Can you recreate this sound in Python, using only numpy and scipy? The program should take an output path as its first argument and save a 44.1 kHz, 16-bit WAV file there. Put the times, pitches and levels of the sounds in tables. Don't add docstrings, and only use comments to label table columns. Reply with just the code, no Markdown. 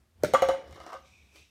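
import sys
import numpy as np
from scipy import signal
from scipy.fft import rfft, irfft, next_fast_len
from scipy.io import wavfile
from scipy.ndimage import map_coordinates

SR = 44100
rng = np.random.default_rng(int(sys.argv[2]) if len(sys.argv) > 2 else 0)


def file_out(sig):
    cols = np.atleast_2d(sig).T
    lim = np.clip(cols, -1, 1)
    pcm = np.round(lim * 32767).astype(np.int16)
    wavfile.write(sys.argv[1], SR, pcm)


def undo_db(level):
    steps = np.asarray(level, float) / 20
    return 10 ** steps


N = 66150
T = np.arange(N) / SR

# [t/s, air level/dB, rim level/dB, click level/dB, ring length factor]
KNOCKS = [
    (.3362, -9, -10, -27.5, 0.29),
    (.3438, -16, -15, -29.5, 0.3),
    (0.421, -12.5, -21, -29.5, 0.68),
    (0.4867, -14.5, -24.5, -31.5, 0.8),
    (.4985, -30, -62, -48, 1),
    (.535, -33, -41, -56, 0.96),
]
# [f/Hz, level/dB, t60/s]
CUP_AIR = [(262, -17.5, 0.052), (410, -19, .05), (718, 1, 0.065), (882, -22, 0.28)]
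# [f/Hz, level/dB, t60/s]
RIM = [(1008, -11.5, 0.07), (1403, -15.5, 0.069), (1567, -23.5, 0.15), (1907, -21, 0.07),
       (2060, -23, 0.058), (2270, -24.5, 0.054),
       (1172, 1, .056), (1254, 0, .036),
       (2800, -24.5, .04), (3350, -23, .04)]
# [f/Hz, width/Hz, level/dB]
WALLS = [(300, 200, 4.5), (915, 230, 3), (1300, 360, 1.5), (1556, 120, 10), (2100, 540, -4),
         (3100, 500, -21)]
# [f/Hz, level/dB, t60/s]
PLASTIC = [(1010, 4, .04), (1190, 6, .04), (1960, 0, .08), (2105, 2, .13), (2256, 0, .11), (2950, -4, .18),
           (3289, -8, .08), (3950, -6, .07), (4258, -11, .1), (5350, -6, .06), (5850, -10, .08),
           (6508, -10, .11), (6850, -11, .08), (8800, -8, .045)]
# [f/Hz, level/dB]
CRACK = [(700, -27), (2000, -6), (4000, -2.5), (6000, 5), (9000, 2), (10300, -6.5), (12500, 1), (16000, -6)]
# [f/Hz, width/Hz, level/dB]
SHELL = [(2100, 110, 6.5), (3070, 730, 3), (3930, 1400, 3.5), (5604, 660, 3.5), (6770, 900, -0.5),
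         (9330, 1200, -3.5), (12120, 2100, -7), (15200, 580, -14.5)]
# [t/s, body level/dB, click level/dB]
TAP = (.2352, -12.5, -25.5)
# [f/Hz, level/dB, t60/s]
CLUB = [(147.1, -20, 0.06), (250, -20, 0.05), (335, -19, 0.06), (511, -19, .09), (605, -1.5, 0.09),
        (904, -11, 0.035), (1500, -24, 0.03)]
# [f/Hz, level/dB, t60/s]
REBOUND = [(1410, 6.5, .015), (2300, -3, .012)]
# [f/Hz, width/Hz, level/dB]
CARPET = [(193, 150, 2), (423, 340, -6), (1420, 460, -11), (2150, 1600, -22)]
# [t/s, floor thump level/dB, air level/dB, rim level/dB, click level/dB]
BOUNCES = [(.677, -43, -46, -62, -60), (0.694, -42, -76, -71, -62), (0.7097, -65, -67, -59, -52),
           (.726, -64, -54, -56, -50), (0.7467, -66, -57, -72, -53.5), (.758, -47, -66, -62, -52.5),
           (.773, -57, -42, -54, -54.5), (0.779, -42, -56, -50, -63), (.802, -63, -38, -47, -47.5),
           (0.813, -60, -47, -48, -56), (.838, -46, -48, -54, -58), (0.847, -41.5, -68, -49, -76),
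           (0.8645, -35, -37.5, -44.5, -47.5), (0.877, -39, -46, -46, -66), (.891, -48, -43, -46, -53),
           (0.902, -68, -46.5, -43, -59), (0.9215, -49, -48, -40.5, -54.5),
           (0.9304, -77, -32.5, -35.5, -44), (.941, -62, -36, -50, -48.5), (.949, -51, -38, -36.5, -70),
           (.962, -54, -48.5, -43.5, -76), (.988, -65, -56, -61, -68), (1.038, -61, -64, -72.5, -72),
           (1.3587, -61, -69, -60.5, -52)]
# [f/Hz, level/dB, t60/s]
THUMP = [(362, 0.0044, 0.02)]
# [f/Hz, level/dB, t60/s]
DAMPED_AIR = [(545.5, -11, 0.05), (645, -9, .05), (715, 2, 0.035)]
# [f/Hz, level/dB, t60/s]
DAMPED_RIM = [(1053, 0, 0.04), (1163, -0.5, 0.066), (1241, -3, 0.097), (1540, -11.5, 0.079),
              (2000, -19, 0.022), (2807, -14.5, 0.035)]
# [t/s, level/dB, t60/s]
FREE_AIR = [(.778, -41.5, 0.061), (.9415, -38, 0.14), (1.04, -56.5, 0.051)]
# [t/s, f/Hz, level/dB, t60/s]
TICKS = [(1.004, 14500, -66, .012), (1.004, 12000, -66, .012), (1.025, 6030, -56, 0.032),
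         (1.358, 4710, -54.5, 0.046), (1.358, 3100, -57, 0.051)]
# [t/s, level/dB]
SCRAPE = [(0.6, -62.5), (0.76, -50), (0.828, -49), (0.896, -46.5), (.97, -54), (1.04, -79), (1.12, -81)]
# [f/Hz, width/Hz, level/dB]
HOLLOW = [(330, 33, 1), (548, 80, 0.5), (644, 19, 10), (1080, 780, -3), (1140, 160, 5), (1680, 447, -12),
          (1900, 230, -4)]
# [t/s, whistle level/dB, whistle f/Hz, hiss level/dB]
ROLL = [(1.0, -96, 2367, -90), (1.06, -68, 2390, -66.5), (1.111, -74, 2399, -65.5),
        (1.139, -61.5, 2470, -66), (1.23, -67.5, 2400, -69.5), (1.303, -71, 2450, -73.5),
        (1.38, -60.5, 2484, -63), (1.459, -70, 2640, -67.5), (1.5, -78, 2670, -74.5)]
# [f/Hz, width/Hz, level/dB]
BALL = [(2390, 560, 1.5), (3720, 540, 2.5), (5700, 820, -1), (8300, 790, -8), (11000, 900, -15)]
# [t/s, boom level/dB]
BOOM = [(0.0, -61.5), (0.136, -71), (0.242, -46), (0.312, -50.5), (0.408, -59), (0.426, -47), (0.5, -46),
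        (0.614, -68), (0.714, -46.5), (0.93, -72), (1.002, -57), (1.026, -63), (1.214, -62), (1.256, -59),
        (1.282, -64), (1.424, -63), (1.454, -69.5), (1.5, -65)]
# [t/s, rise/s, t60/s, level/dB]
SCUFF = (1.358, .03, .3, -58)
# [f/Hz, level/dB per Hz]
SHOE = [(120, -42), (230, -16.5), (310, 1.5), (450, -6), (900, -12), (3000, -21), (6000, -17), (16000, -29)]
# [f/Hz, t60/s]
ROOM = [(100, 0.85), (500, 0.45), (2000, 0.5), (6000, 0.37), (14000, 0.2)]
# [f/Hz, level/dB per Hz]
HUSH = [(59, -44.5), (100, -13.5), (177, -29), (215, -4.5), (283, -17), (398, -15), (481, -21), (1830, -22),
        (16000, -32.5)]

RIM_LAG_S, RIM_RISE_S, RIM_CHOKE = 0.011, 0.0013, 1.084
AIR_LAG_S, AIR_RISE_S, AIR_CHOKE = 0.0013, 0.001, 1.15
AIR_HZ, AIR_T60_S = 539.3, 0.22
BUZZ_DB, BUZZ_T60_S = -21.5, 0.22
SCATTER_DB, PLASTIC_SCATTER_DB, RATTLE_SCATTER_DB = 1.3, 3.5, 2
PLASTIC_DB, FLECK_DB, FLECK_SHORTER = -5, -5.5, 0.42
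CLICK_T60_S, FIZZ_T60_S, FIZZ_DB = 0.008, 0.15, -14
SOFT_HZ, HARD_HZ = 6000, 14000
DETUNE, FLUTTER_HZ = 0.02, 90
PUSH_HZ, PUSH_DB, PUSH_S, PUSH_PEAK_S, PUSH_LAG_S = 465, -10.5, 0.0016, 0.0023, 0.0029
THUD_DB, THUD_T60_S = -28, 0.17
BRUSH_S, BRUSH_DB = 0.013, -50
REBOUND_S, REBOUND_DB = 0.0113, -8
BUMP_DB, BUMPS_PER_S, SCRAPE_HISS_DB = 2.5, 110, -11
WHISTLE_WANDER_HZ = 420
BOOM_HZ, BOOM_SWAY_HZ = 75.05, 6
WALL_S, WALL_DB = 0.0113, -23.5
ROOM_DB, ROOM_RING_DB = -5, -9
HUSH_DB, TOP_HZ = -75, 16750


def unit(x):
    return x / np.sqrt(np.mean(x ** 2) + 1e-20)


def along(points, hz):
    f, v = np.transpose(points)
    return np.interp(np.log(hz + 1), np.log(f + 1), v)


def level(rows):
    s, db = np.transpose(rows)
    return undo_db(np.interp(T, s, db, left=-120, right=db[-1]))


def wobble(rate_hz):
    return map_coordinates(rng.standard_normal(int(N * rate_hz / SR) + 4), [T * rate_hz])


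def filtered(x, response):
    m = next_fast_len(len(x) + 8192)
    return irfft(rfft(x, m) * response(np.fft.rfftfreq(m, 1 / SR)), m)[:len(x)]


def dull(x, hz):
    return filtered(x, lambda f: 1 / (1 + 1j * f / hz))


def resonant(peaks, order=1, size=N):
    def response(f):
        total = 0
        for k, (centre, width, db) in enumerate(peaks):
            damping = 1j * f * width
            total = total + (-1) ** k * undo_db(db) * damping / (centre * centre - f * f + damping)
        return total ** order
    return unit(filtered(rng.standard_normal(size), response))


def coloured(spectrum, size=N):
    return unit(filtered(rng.standard_normal(size), lambda hz: undo_db(along(spectrum, hz))))


def ringing(modes, rise_s, choke, scatter_db=SCATTER_DB, detune=0, flutter=0):
    t = T[:SR // 4, None]
    hz, db, t60 = np.transpose(modes)
    scatter, shift = rng.standard_normal((2, len(hz)))
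    knots = rng.standard_normal((FLUTTER_HZ, len(hz)))
    knot_at = np.arange(FLUTTER_HZ)
    shake = np.transpose([np.interp(t[:, 0] * FLUTTER_HZ, knot_at, k - k[0]) for k in knots.T])
    wave = np.sin(2 * np.pi * hz * (1 + detune * shift) * t + flutter * shake)
    wave = wave * (1 + flutter * shake[:, ::-1] / 3)
    decay = undo_db(db + scatter_db * scatter - 60 * (t / t60) ** choke)
    return (decay * wave).sum(1) * (1 - np.exp(-t[:, 0] / rise_s))


def add(track, s, sound):
    track[round(s * SR):][:len(sound)] += sound


def click():
    t = T[:SR // 4]
    crack = coloured(CRACK, size=len(t))
    fizz = resonant(SHELL, order=2, size=len(t))
    return crack * undo_db(-60 * t / CLICK_T60_S) + fizz * undo_db(FIZZ_DB - 60 * t / FIZZ_T60_S)


def knocks():
    out = np.zeros(2 * N)
    for s, air_db, rim_db, click_db, longer in KNOCKS:
        add(out, s, undo_db(click_db) * dull(click(), HARD_HZ))
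        plastic = ringing(PLASTIC, 0.0008, 0.75, PLASTIC_SCATTER_DB, 0.004, flutter=1.3)
        add(out, s, undo_db(click_db + PLASTIC_DB) * plastic)
        buzz_gain = undo_db(air_db + BUZZ_DB - 60 * T / BUZZ_T60_S) * (1 - np.exp(-T / 0.0065))
        add(out, s, buzz_gain * resonant(WALLS))
        air = ringing(CUP_AIR, AIR_RISE_S, 0.88)
        air = air + ringing([(AIR_HZ, -2, AIR_T60_S * longer)], AIR_RISE_S, AIR_CHOKE)
        add(out, s + AIR_LAG_S, undo_db(air_db) * air)
        rim = ringing(RIM, RIM_RISE_S, RIM_CHOKE)
        add(out, s + RIM_LAG_S, undo_db(rim_db) * rim)
    return out[:N]


def tap():
    out = np.zeros(2 * N)
    s, body_db, click_db = TAP
    thud = resonant(CARPET) * undo_db(THUD_DB - 60 * T / THUD_T60_S) * (1 - np.exp(-T / 0.00067))
    push = -undo_db(PUSH_DB) * np.cos(2 * np.pi * PUSH_HZ * (T - PUSH_LAG_S))
    push = push * np.exp(-((T - PUSH_PEAK_S) / PUSH_S) ** 2)
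    brush = undo_db(BRUSH_DB) * resonant(HOLLOW) * (T < BRUSH_S) * np.sqrt(T / BRUSH_S)
    add(out, s - BRUSH_S, brush)
    add(out, s, push + thud)
    add(out, s, undo_db(body_db) * ringing(CLUB, 0.0036, 1) + undo_db(click_db) * click())
    touch = click() + undo_db(12) * ringing(REBOUND, 0.0017, 0.93)
    add(out, s + REBOUND_S, undo_db(click_db + REBOUND_DB) * touch)
    return out[:N]


def rattle():
    out = np.zeros(2 * N)
    flecks = np.array(PLASTIC[2:]) * [1, 1, FLECK_SHORTER]
    for s, thump_db, air_db, rim_db, click_db in BOUNCES:
        for modes, db in (THUMP, thump_db), (DAMPED_AIR, air_db), (DAMPED_RIM, rim_db):
            add(out, s, undo_db(db) * ringing(modes, 1 / 1200, 1.046, RATTLE_SCATTER_DB, DETUNE))
        add(out, s, undo_db(click_db + 6.0) * dull(dull(click(), SOFT_HZ), SOFT_HZ))
        fleck = ringing(flecks, 0.0016, 0.77, 2 * RATTLE_SCATTER_DB, DETUNE)
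        add(out, s, undo_db(click_db + FLECK_DB) * fleck)
    for s, db, t60 in FREE_AIR:
        add(out, s, ringing([(AIR_HZ, db, t60)], 0.0035, 1.1))
    for s, hz, db, t60 in TICKS:
        add(out, s, ringing([(hz, db, t60)], 0.0005, 0.97, flutter=0.91))
    return out[:N]


def scraping():
    fade = np.clip((SCRAPE[-1][0] + 0.019 - T) / 0.077, 0, 1)
    friction = resonant(HOLLOW) + undo_db(SCRAPE_HISS_DB) * resonant(SHELL[:4])
    bumps = undo_db(BUMP_DB * wobble(BUMPS_PER_S) - 5.5)
    return friction * bumps * level(SCRAPE) * fade


def rolling():
    s, tone_db, hz, hiss_db = np.transpose(ROLL)
    phase = 2 * np.pi * np.cumsum(np.interp(T, s, hz)) / SR
    whistle = wobble(WHISTLE_WANDER_HZ) * np.cos(phase) + wobble(WHISTLE_WANDER_HZ) * np.sin(phase)
    hiss = resonant(BALL) * undo_db(wobble(24))
    return whistle * level(np.c_[s, tone_db]) + hiss * level(np.c_[s, hiss_db])


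def feet():
    s, rise_s, t60, db = SCUFF
    rise = np.exp(np.minimum(T - s, 0) / rise_s) * 0.66
    fall = undo_db(-60 * np.maximum(T - s, 0) / t60)
    scuff = undo_db(db) * np.where(T < s, rise, fall) * coloured(SHOE)
    sway_hz = BOOM_SWAY_HZ * wobble(12)
    boom = np.sin(2 * np.pi * np.cumsum(BOOM_HZ + sway_hz) / SR) * undo_db(2.5 + 1.0 * wobble(18))
    rumble = undo_db(-2.0) * resonant([(64.7, 32, 0)])
    return scuff + level(BOOM) * (boom + rumble)


def room(x):
    out = np.zeros(N + 2 * SR)
    add(out, WALL_S, undo_db(WALL_DB) * filtered(x, lambda f: 1j * f / (1500 + 1j * f)))
    fed = filtered(x, lambda f: np.interp(f, [1500, 2500], undo_db([ROOM_RING_DB, 0])))
    hop = SR // 12
    for start in range(0, N, hop):
        hz, t, z = signal.stft(rng.standard_normal(SR * 3 // 4), SR, nperseg=256)
        decay = undo_db(-60 * t / along(ROOM, hz)[:, None])
        tail = signal.istft(z * decay, SR, nperseg=256)[1]
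        answer = signal.fftconvolve(fed[start:start + hop], tail / np.linalg.norm(tail))
        add(out, start / SR + 0.006, undo_db(ROOM_DB) * answer)
    return out[:N]


def still_air():
    return undo_db(HUSH_DB) * coloured([(40, -47.5), *HUSH])


def scene():
    hits = knocks() + tap() + rattle()
    return (hits + room(hits) + scraping() + rolling() + feet() + still_air())[None]


def low_pass(x):
    return signal.sosfilt(signal.butter(12, 16790, fs=SR, output="sos"), x)


def record(dry):
    def band(f):
        bass_cut = (1j * f / (48 + 1j * f)) ** 2
        return bass_cut * (f < TOP_HZ) / (1 + (f / 15700) ** 30)
    mix = filtered(dry[0], band)[None]
    return low_pass(mix)


dry = scene()
out = record(dry)
file_out(out)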